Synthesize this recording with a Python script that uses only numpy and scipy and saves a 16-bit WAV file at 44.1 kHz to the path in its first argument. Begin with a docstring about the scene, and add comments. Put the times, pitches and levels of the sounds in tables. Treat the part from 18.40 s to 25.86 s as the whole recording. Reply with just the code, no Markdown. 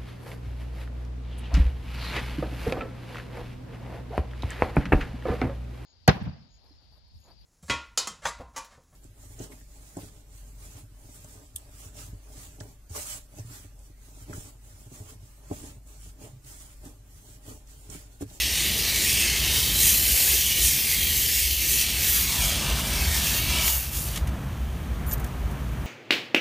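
"""A metal shop: on a steel bench a gas torch hisses into a glowing crucible and splashes as it circles the rim.
It is lifted away and its two valves are shut in turn; a furnace rumbles throughout, and a metal fitting
squeaks and ticks at the end. Torch, furnace and far shop hiss are shaped noise; valve puffs and ticks are
dying noise bursts, squeaks are unsteady sines. One microphone in a housing, both channels alike."""
import sys
import numpy as np
from scipy import signal
from scipy.fft import rfft, irfft, next_fast_len
from scipy.io import wavfile
from scipy.ndimage import uniform_filter1d, map_coordinates

SR = 44100
rng = np.random.default_rng(int(sys.argv[2]) if len(sys.argv) > 2 else 0)


def materialize(psi):
    """Save the field psi as 16-bit PCM at rate SR to the path in sys.argv[1].

    A 1-D psi becomes a single channel; in a 2-D psi each row is a channel.
    """
    bounded = np.clip(np.atleast_2d(psi).T, -1, 1)
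    quanta = np.round(bounded * 32767).astype(np.int16)
    wavfile.write(sys.argv[1], SR, quanta)


def invert_db(x):
    """Field ratio 10**(x/20) for x, a level in decibels (scalar or array-like)."""
    u = np.asarray(x, float) / 20
    return 10 ** u


N = 328986  # samples, about 7.5 s


def unit(x):
    """Scaled to rms 1."""
    return x / np.sqrt(np.mean(x ** 2) + 1e-20)


def along(points, hz):
    """A colour of (Hz, dB) points, read on a log frequency axis."""
    point_hz, level_db = np.transpose(points)
    return np.interp(np.log(hz + 1), np.log(point_hz + 1), level_db)


def curves(rows, t):
    """Each column after the time, read at times t along straight lines."""
    start_s, *columns = np.transpose(rows)
    return [np.interp(t, start_s, column) for column in columns]


def bumps(rows, t):
    """Each column after time and half length, as a sum of smooth bells at times t."""
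    centre_s, half_s, *columns = np.transpose(rows)
    bell = np.exp(-((t[:, None] - centre_s) / half_s) ** 2)
    return [bell @ column for column in columns]


def wobble(rate_hz):
    """A smooth random curve through rate_hz random knots a second."""
    knots = rng.standard_normal(int(N * rate_hz / SR) + 4)
    return map_coordinates(knots, [np.arange(N) * rate_hz / SR])


def noise(response):
    """Gaussian noise through a response of frequency, at rms 1."""
    size = next_fast_len(N)
    spectrum = rfft(rng.standard_normal(size)) * response(np.fft.rfftfreq(size, 1 / SR))
    return unit(irfft(spectrum, size)[:N])


def burst(length, colour):
    """A steady stretch of noise with the given gain per frequency, at rms 1."""
    return unit(irfft(rfft(rng.standard_normal(length)) * colour, length))


# hollowness of the jet below the edge, and two wandering resonances, in the bowl and after:
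# start_s, hollowness (0 none, 1 full), low_ring_hz, low_ring_db, high_ring_hz, high_ring_db
HOLLOW_AND_RINGS = [(0, 0.54, 3280, 6, 4270, 2), (.3, 0.78, 3340, 3, 4200, 1.5),
                    (.5, 0.43, 3250, -2, 3970, 7), (.7, 0.87, 3120, 1, 4000, -1),
                    (.9, 0.57, 3020, 3, 3750, -3), (1.15, 0.32, 3165, 7.5, 3780, 8),
                    (1.35, 0.55, 3190, 7, 3940, 10.5), (1.5, 0.8, 3190, 4, 3900, 9),
                    (1.7, 0.5, 3030, 2, 4350, 4), (1.9, 0.37, 3300, 2.5, 4050, 1),
                    (2.1, .7, 3050, 10.5, 4200, 0), (2.3, 0.84, 3230, 4.5, 4300, -2),
                    (2.5, .9, 3350, 4, 4350, 4), (2.7, 0.8, 3170, 12, 4350, 0),
                    (2.9, 0.92, 3080, 2, 4300, 3), (3.3, 0.9, 3200, 3, 4070, 1),
                    (3.55, 0.46, 3070, 4, 4070, 4.5), (3.75, 0.55, 3450, 2, 3950, 1),
                    (3.9, 0.5, 3330, 3, 3900, 0), (4.1, 0.34, 3130, 3.5, 3700, -4),
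                    (4.3, 0.03, 2780, 4, 3550, 1.5), (4.5, 0, 3030, 1, 3800, -2),
                    (4.7, 0.24, 2800, -6, 4130, -2), (4.9, 0.4, 2580, 5, 4400, 3),
                    (5.1, 0.26, 2880, 6, 4310, 6), (5.27, 0, 3040, 7, 4500, 1), (5.45, 0, 2600, 9, 3850, 0),
                    (5.75, 0.5, 2880, 9, 3850, 3)]
# a deeper wandering resonance of the jet: start_s, ring_hz, ring_db
DEEP_RING = [(0, 1940, 2.5), (.7, 1920, 2), (1.1, 2150, 5), (1.4, 2280, 2.5), (1.9, 2140, 2),
             (2.1, 2000, -5), (2.3, 2310, 3), (2.7, 1980, 5), (3.2, 1880, -3), (3.5, 2240, 2),
             (3.9, 2280, 6), (4.15, 2400, 1), (4.4, 2300, 12.5), (4.9, 2280, 4), (5.1, 2320, 10.5),
             (5.4, 2300, 3)]


def hollow_and_rings_db(f, t):
    """The jet is hollowed below an edge, though the deepest roar escapes; three wandering resonances colour it."""
    swallow_db, edge_hz, wander_hz = -18, 1614, 35
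    hollowness, low_hz, low_db, high_hz, high_db = curves(HOLLOW_AND_RINGS, t)
    deep_hz, deep_db = curves(DEEP_RING, t)
    below_edge = 1 / (1 + (f / edge_hz) ** 16)
    escape = 1 - 1.27 / (1 + (f / 430) ** 5.6)
    gain_db = swallow_db * hollowness * below_edge * escape
    frames = np.clip((t * SR).astype(int), 0, N - 1)
    rings = ((deep_hz, deep_db, 60), (low_hz, low_db, 90), (high_hz, high_db, 170))
    for ring_hz, ring_db, half_width_hz in rings:
        # the flickering flame never lets a ring sit still
        wandering_hz = ring_hz + wander_hz * wobble(7)[frames]
        gain_db = gain_db + ring_db / (1 + ((f - wandering_hz) / half_width_hz) ** 2)
    return gain_db


# echo off the bench as the torch is lifted: start_s, lag_ms, level_db (against the direct sound)
BENCH_ECHO = [(3.55, 0.42, -6), (3.7, 0.54, -6), (3.8, 0.73, -13), (3.9, 0.85, -4), (4.03, 1.32, 1),
              (4.2, 1.56, -15), (4.4, 1.4, -18), (4.55, 1.4, -10), (4.75, 1.6, -23)]
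# echo off the wall, answering once the flame leaves the bowl: start_s, lag_ms, level_db (against the direct sound)
WALL_ECHO = [(3.9, 2.7, -28), (4.2, 3.4, -12), (4.5, 2.97, -14), (4.9, 3.4, -10), (5.1, 2.95, -2),
             (5.28, 3.06, -9), (5.4, 3.3, -25)]


def echoes(f, t):
    """Bench and wall return delayed copies that comb the jet; rough faces scatter the treble of each."""
    comb = 1
    for rows, edge_hz in ((BENCH_ECHO, 2200), (WALL_ECHO, 3520)):
        lag_ms, level_db = curves(rows, t)
        delay = np.exp(-2j * np.pi * f * lag_ms / 1000)
        comb = comb + invert_db(level_db) * delay / (1 + (f / edge_hz) ** 4)
    return comb


# hiss level and brightness of the jet as it is aimed, then as its valves shut:
# start_s, hiss_db (relative), treble_db (in full above the fizz edge, in part in the upper middle)
JET_LEVEL = [(0, -29.5, -3), (.55, -29, -2.5), (.85, -26.5, -6), (1.1, -29, -2.5), (1.33, -31, 1),
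             (1.6, -30.5, 4.5), (2.14, -29.5, 2), (2.41, -30, 3), (2.7, -30.5, 3), (3.19, -30, 1.5),
             (3.52, -31.5, -4), (3.82, -31.5, 0), (3.86, -31, -4), (4.14, -29.5, -9), (4.45, -33, -3),
             (4.88, -29, -1.5), (5.04, -33, -2), (5.2, -30, -4.5), (5.29, -33, 3.5), (5.38, -39.5, 6.5),
             (5.46, -42, 3), (5.51, -46.5, 2), (5.55, -41.5, 0), (5.65, -44.5, 2), (5.69, -42, 0),
             (5.75, -43, 1), (5.8, -50, -2), (5.85, -67, -8)]
# brief changes of the jet's treble, mostly brighter splashes:
# centre_s, half_length_s (to 1/e), sizzle_db (upper middle), fizz_db (top)
TREBLE_CHANGES = [(.09, 0.046, -0.5, -2), (.2, .04, 2.5, -2), (.7, 0.12, 2.5, 3), (.84, 0.078, 1.5, -1),
                  (1.19, 0.074, 3, 2.5), (1.45, 0.091, 7.5, 3.5), (1.79, 0.25, 4.5, 1.5),
                  (2.27, 0.063, 6, 1), (2.55, 0.11, 1.5, 0), (2.8, 0.05, 3, 2), (2.97, 0.084, 3.5, 1),
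                  (3.36, 0.079, 6, 5.5), (3.73, 0.16, 4.5, 7.5), (4.05, 0.11, 4, 6), (4.6, 0.071, 0, 0),
                  (5.0, 0.072, 1.5, 3.5), (5.33, 0.11, 5, 3.5), (5.6, 0.096, 6.5, 8)]
# colour of the free jet: freq_hz, level_db (relative)
JET_COLOUR = [(150, -41), (330, -9.5), (500, -8.5), (700, -6), (900, -4.5), (1150, -3.5), (1600, -4.5),
              (2000, -5.5), (2500, -2.5), (3200, -0.5), (4200, -2.5), (5100, -0.5), (6500, -3), (8000, -3),
              (10500, -2.5), (12500, -2.5), (15300, -2)]


def torch():
    """Turbulent jet noise: patchy, with brief treble changes, hollowed and ringing, combed by the echoes."""
    eddies_db = 0.78 * wobble(300) + 0.58 * wobble(30)  # eddies of uneven size, as decibels
    gusty = invert_db(eddies_db) * rng.standard_normal(N)
    hz, t, spectrum = signal.stft(unit(gusty), SR, nperseg=1024, noverlap=896)
    f = hz[:, None] + 1

    hiss_db, treble_db = curves(JET_LEVEL, t)
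    sizzle_change_db, fizz_change_db = bumps(TREBLE_CHANGES, t)
    sizzle_db = -1.5 + 0.3 * treble_db + sizzle_change_db  # the upper middle follows the treble in part
    fizz_db = treble_db + fizz_change_db
    hiss_db = hiss_db + 0.35 * sizzle_change_db  # a share of each change reaches the whole hiss
    hiss_db = hiss_db - 900 * np.clip(t - 5.88, 0, 1)  # the gas is off

    # sizzle fades in above 4200 Hz and gives way to fizz above 9500 Hz
    high = np.clip(np.log(f / 4200) / .5, 0, 1)
    top = np.clip(np.log(f / 9500) / 0.13, 0, 1)
    tilt_db = (high - top) * sizzle_db + top * fizz_db

    # random level in small patches of pitch and time, and in broader bands
    patches = uniform_filter1d(rng.standard_normal(spectrum.shape), size=3, axis=0)
    patches = uniform_filter1d(patches, size=50, axis=1)
    patch_db = 2.2 * unit(patches) / (1 + (f / 11000) ** 2)
    flutter = uniform_filter1d(rng.standard_normal(spectrum.shape), size=16, axis=0)
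    flutter_db = 1.03 * unit(uniform_filter1d(flutter, size=30, axis=1))

    colour_db = along(JET_COLOUR, f) + hollow_and_rings_db(f, t) + tilt_db
    gain = invert_db(colour_db + patch_db + flutter_db + hiss_db + 9.5) * echoes(f, t)
    return signal.istft(spectrum * gain, SR, nperseg=1024, noverlap=896)[1][:N]


# burner drive: start_s, level_db (rms of the rumble before its unevenness)
BURNER = [(0, -36), (.4, -37), (1.16, -33), (1.9, -36.5), (2.4, -38), (3.3, -38.5), (3.8, -31.5),
          (4.5, -27), (5.4, -31.5), (6.2, -30.5), (7.46, -27.5)]
# uneven rumble level, random ups and downs of narrow-band noise, held at typed times:
# centre_s, half_length_s (to 1/e), level_db (change)
UNEVEN_RUMBLE = [(.12, 0.036, 4), (1.16, .08, 2), (1.45, 0.033, 1), (1.72, 0.039, 8), (2.27, 0.091, 7),
                 (2.39, 0.063, -9), (2.64, 0.19, 5.5), (3.09, 0.15, 8), (4.0, .1, -0.5), (4.47, 0.052, -8),
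                 (4.69, 0.054, 0.5), (5.88, 0.058, 6.5), (6.9, 0.091, -7), (7.06, 0.023, 7),
                 (7.2, 0.17, -4)]
# chamber resonances: freq_hz, width_hz, level_db (relative)
CHAMBER_MODES = [(42, 6, -7), (52.3, 6.5, -0.5), (62.8, 6.5, 1), (77.6, 12, -5)]
# colour of the roar: freq_hz, level_db (per Hz, relative)
ROAR_COLOUR = [(53, -17), (90, -4), (140, -4.5), (215, -8.5), (357, -17.5), (524, -22), (611, -19),
               (842, -21.5), (923, -22.5), (1400, -22), (2310, -30), (3050, -53), (3500, -39), (4550, -65),
               (7700, -120)]


def furnace():
    """The burner drives the chamber's low resonances and a falling roar above them."""
    t = np.arange(N) / SR
    burner_db, uneven_db = curves(BURNER, t)[0], bumps(UNEVEN_RUMBLE, t)[0]

    def chamber(f):
        """Resonances of alternating sign, cut below 42 Hz and above 120 Hz."""
        total = 0
        for k, (mode_hz, width_hz, level_db) in enumerate(CHAMBER_MODES):
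            damping = 1j * f * width_hz
            total = total + (-1) ** k * invert_db(level_db) * damping / (mode_hz ** 2 - f * f + damping)
        return total * f ** 4 / (f ** 4 + 42 ** 4) / (1 + (f / 120) ** 4)

    rumble = invert_db(burner_db + uneven_db) * noise(chamber)
    # the roar follows the burner in part, with slow random wobbles
    roar_db = -39 + 0.66 * (burner_db - burner_db.mean())
    roar_db = roar_db + 0.59 * wobble(8) + 1.8 * wobble(3.904)
    return rumble + invert_db(roar_db) * noise(lambda f: invert_db(along(ROAR_COLOUR, f)))


# far hiss of the shop: freq_hz, level_db (per Hz, relative)
SHOP_COLOUR = [(1470, -38), (2500, -3), (2620, -7), (3060, -6), (3450, -9), (4290, -13.5), (6380, -15),
               (7190, -16.5), (15000, -15.5)]


def shop_air():
    """A faint, smooth far hiss: steady coloured noise at -48 dB rms."""
    return invert_db(-48) * noise(lambda f: invert_db(along(SHOP_COLOUR, f)))


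# gas puffs as a valve closes: start_s, level_db (before rise and decay), t60_s
VALVE_PUFFS = [(5.277, -17, 0.05), (5.545, -33, .06), (5.757, -26, 0.091), (5.773, -22.5, 0.036),
               (5.871, -33, .05), (5.89, -34, .02)]
# colour of a puff: freq_hz, level_db (relative)
PUFF_COLOUR = [(500, -12), (900, -9), (1800, 0), (3000, 3.5), (4500, -3), (7000, -1.5), (12000, -3.5),
               (15500, -14)]


def valves():
    """Each puff is a soft, quickly dying breath of gas: coloured noise with a 2 ms rise."""
    out, t = np.zeros(N + SR), np.arange(SR // 10) / SR
    colour = invert_db(along(PUFF_COLOUR, np.fft.rfftfreq(len(t), 1 / SR)))
    for start_s, level_db, t60_s in VALVE_PUFFS:
        envelope = invert_db(level_db - 60 * t / t60_s) * (1 - np.exp(-t / 0.002))
        out[round(start_s * SR):][:len(t)] += envelope * burst(len(t), colour)
    return out[:N]


# each rub excites the modes near its own pitch: start_s, length_s, pitch_hz, level_db (before the mode's own)
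RUBS = [(6.663, .02, 12500, -37), (6.668, .02, 9700, -38), (6.674, .03, 14200, -34),
        (6.678, .04, 7400, -43), (6.68, .035, 10300, -40), (6.692, .028, 12600, -33),
        (6.71, 0.023, 6340, -40), (6.723, 0.021, 13250, -24), (6.747, .018, 13100, -43),
        (6.793, .015, 14100, -44)]
# what the metal fitting sings on: mode_hz, level_db (relative)
FITTING_MODES = [(5800, -4), (6700, -1), (7300, -4), (9700, -4), (10050, -5), (12100, -4), (13050, 1),
                 (13950, 0)]


def fitting_squeaks():
    """Rubbing metal: unsteady modes under a short swell, strongest near the pitch of the rub."""
    reach_hz = 600  # how far from its pitch a rub still excites a mode
    out, t = np.zeros(N + SR), np.arange(SR // 10) / SR
    for start_s, length_s, pitch_hz, level_db in RUBS:
        swell = np.sin(np.pi * np.clip(t / length_s, 0, 1)) ** 0.91
        for mode_hz, mode_db in FITTING_MODES:
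            slip = np.cumsum(rng.normal(0, 0.072, len(t)))  # stick and slip smear the pitch
            near = np.exp(-((mode_hz - pitch_hz) / reach_hz) ** 2)
            tone = np.sin(2 * np.pi * mode_hz * t + slip)
            out[round(start_s * SR):][:len(t)] += invert_db(level_db + mode_db) * near * swell * tone
    return out[:N]


# sharp contacts of metal: start_s, level_db (relative), t60_s, tilt_db (per octave)
CONTACTS = [(6.663, -36, .06, 6), (6.69, -38, .1, 6), (6.712, -24, 0.022, 0.5), (6.719, -25, 0.032, 1),
            (6.729, -28.5, 0.067, 3), (6.735, -24, 0.036, 7), (6.741, -31, .02, -4), (6.778, -38, .04, 3),
            (6.797, -37, 0.063, 2), (6.843, -31, 0.033, 0), (6.864, -35, .02, 1), (6.874, -38, .02, 1),
            (7.11, -42, .06, 0)]
# colour of a tick before its tilt: freq_hz, level_db (relative)
TICK_COLOUR = [(600, -32), (1800, -4), (3500, -6), (7000, -1.5), (12000, 0), (15500, -0.5)]


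def fitting_ticks():
    """Metal contacts: dying bursts of noise with a 1.1 ms rise, tilted dull or bright about 7 kHz."""
    out, t = np.zeros(N + SR), np.arange(SR // 10) / SR
    f = np.fft.rfftfreq(len(t), 1 / SR) + 1
    for start_s, level_db, t60_s, tilt_db in CONTACTS:
        colour = invert_db(along(TICK_COLOUR, f) + tilt_db * np.log2(f / 7000))
        envelope = invert_db(level_db + 1.5 - 60 * t / t60_s) * (1 - np.exp(-t / 0.0011))
        out[round(start_s * SR):][:len(t)] += envelope * burst(len(t), colour)
    return out[:N]


def scene():
    """All sources reach the single microphone, which feeds both channels."""
    gas = torch() + valves()
    mix = gas + furnace() + shop_air() + fitting_squeaks() + fitting_ticks()
    return np.tile(mix, (2, 1))


# dips and bumps of the microphone in its housing: freq_hz, width_hz (full, at half the dB), level_db
HOUSING_COLOUR = [(139.4, 3.4, 8.5), (118, 7.2, 4.5), (183, 11, 1.5), (195, 8.2, -1.5), (210.3, 9.9, 3.5),
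                  (495, 80, 1), (1446, 120, -4), (2480, 72, -3.5), (3210, 82, 0), (3500, 130, -1),
                  (5080, 270, -4), (6080, 300, 2.5), (6670, 200, 3), (7800, 420, -1), (9470, 300, 2),
                  (10700, 1700, -2.5)]


def microphone(dry):
    """The housing's resonances colour everything, and the band ends sharply at 15310 Hz."""
    size = next_fast_len(N + 8192)
    f = np.fft.rfftfreq(size, 1 / SR)
    colour_db = 0
    for freq_hz, width_hz, level_db in HOUSING_COLOUR:
        colour_db = colour_db + level_db / (1 + (2 * (f - freq_hz) / width_hz) ** 2)
    return irfft(rfft(dry, size) * invert_db(colour_db) * (f < 15310), size)[:, :N]


def low_pass(x):
    """Removes everything above the highest recorded frequency."""
    return signal.sosfilt(signal.butter(12, 16520, fs=SR, output="sos"), x)


def record(dry):
    """The finished mix, heard through the microphone in its housing."""
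    heard = microphone(dry)
    return low_pass(heard)


dry = scene()
out = record(dry)
materialize(out)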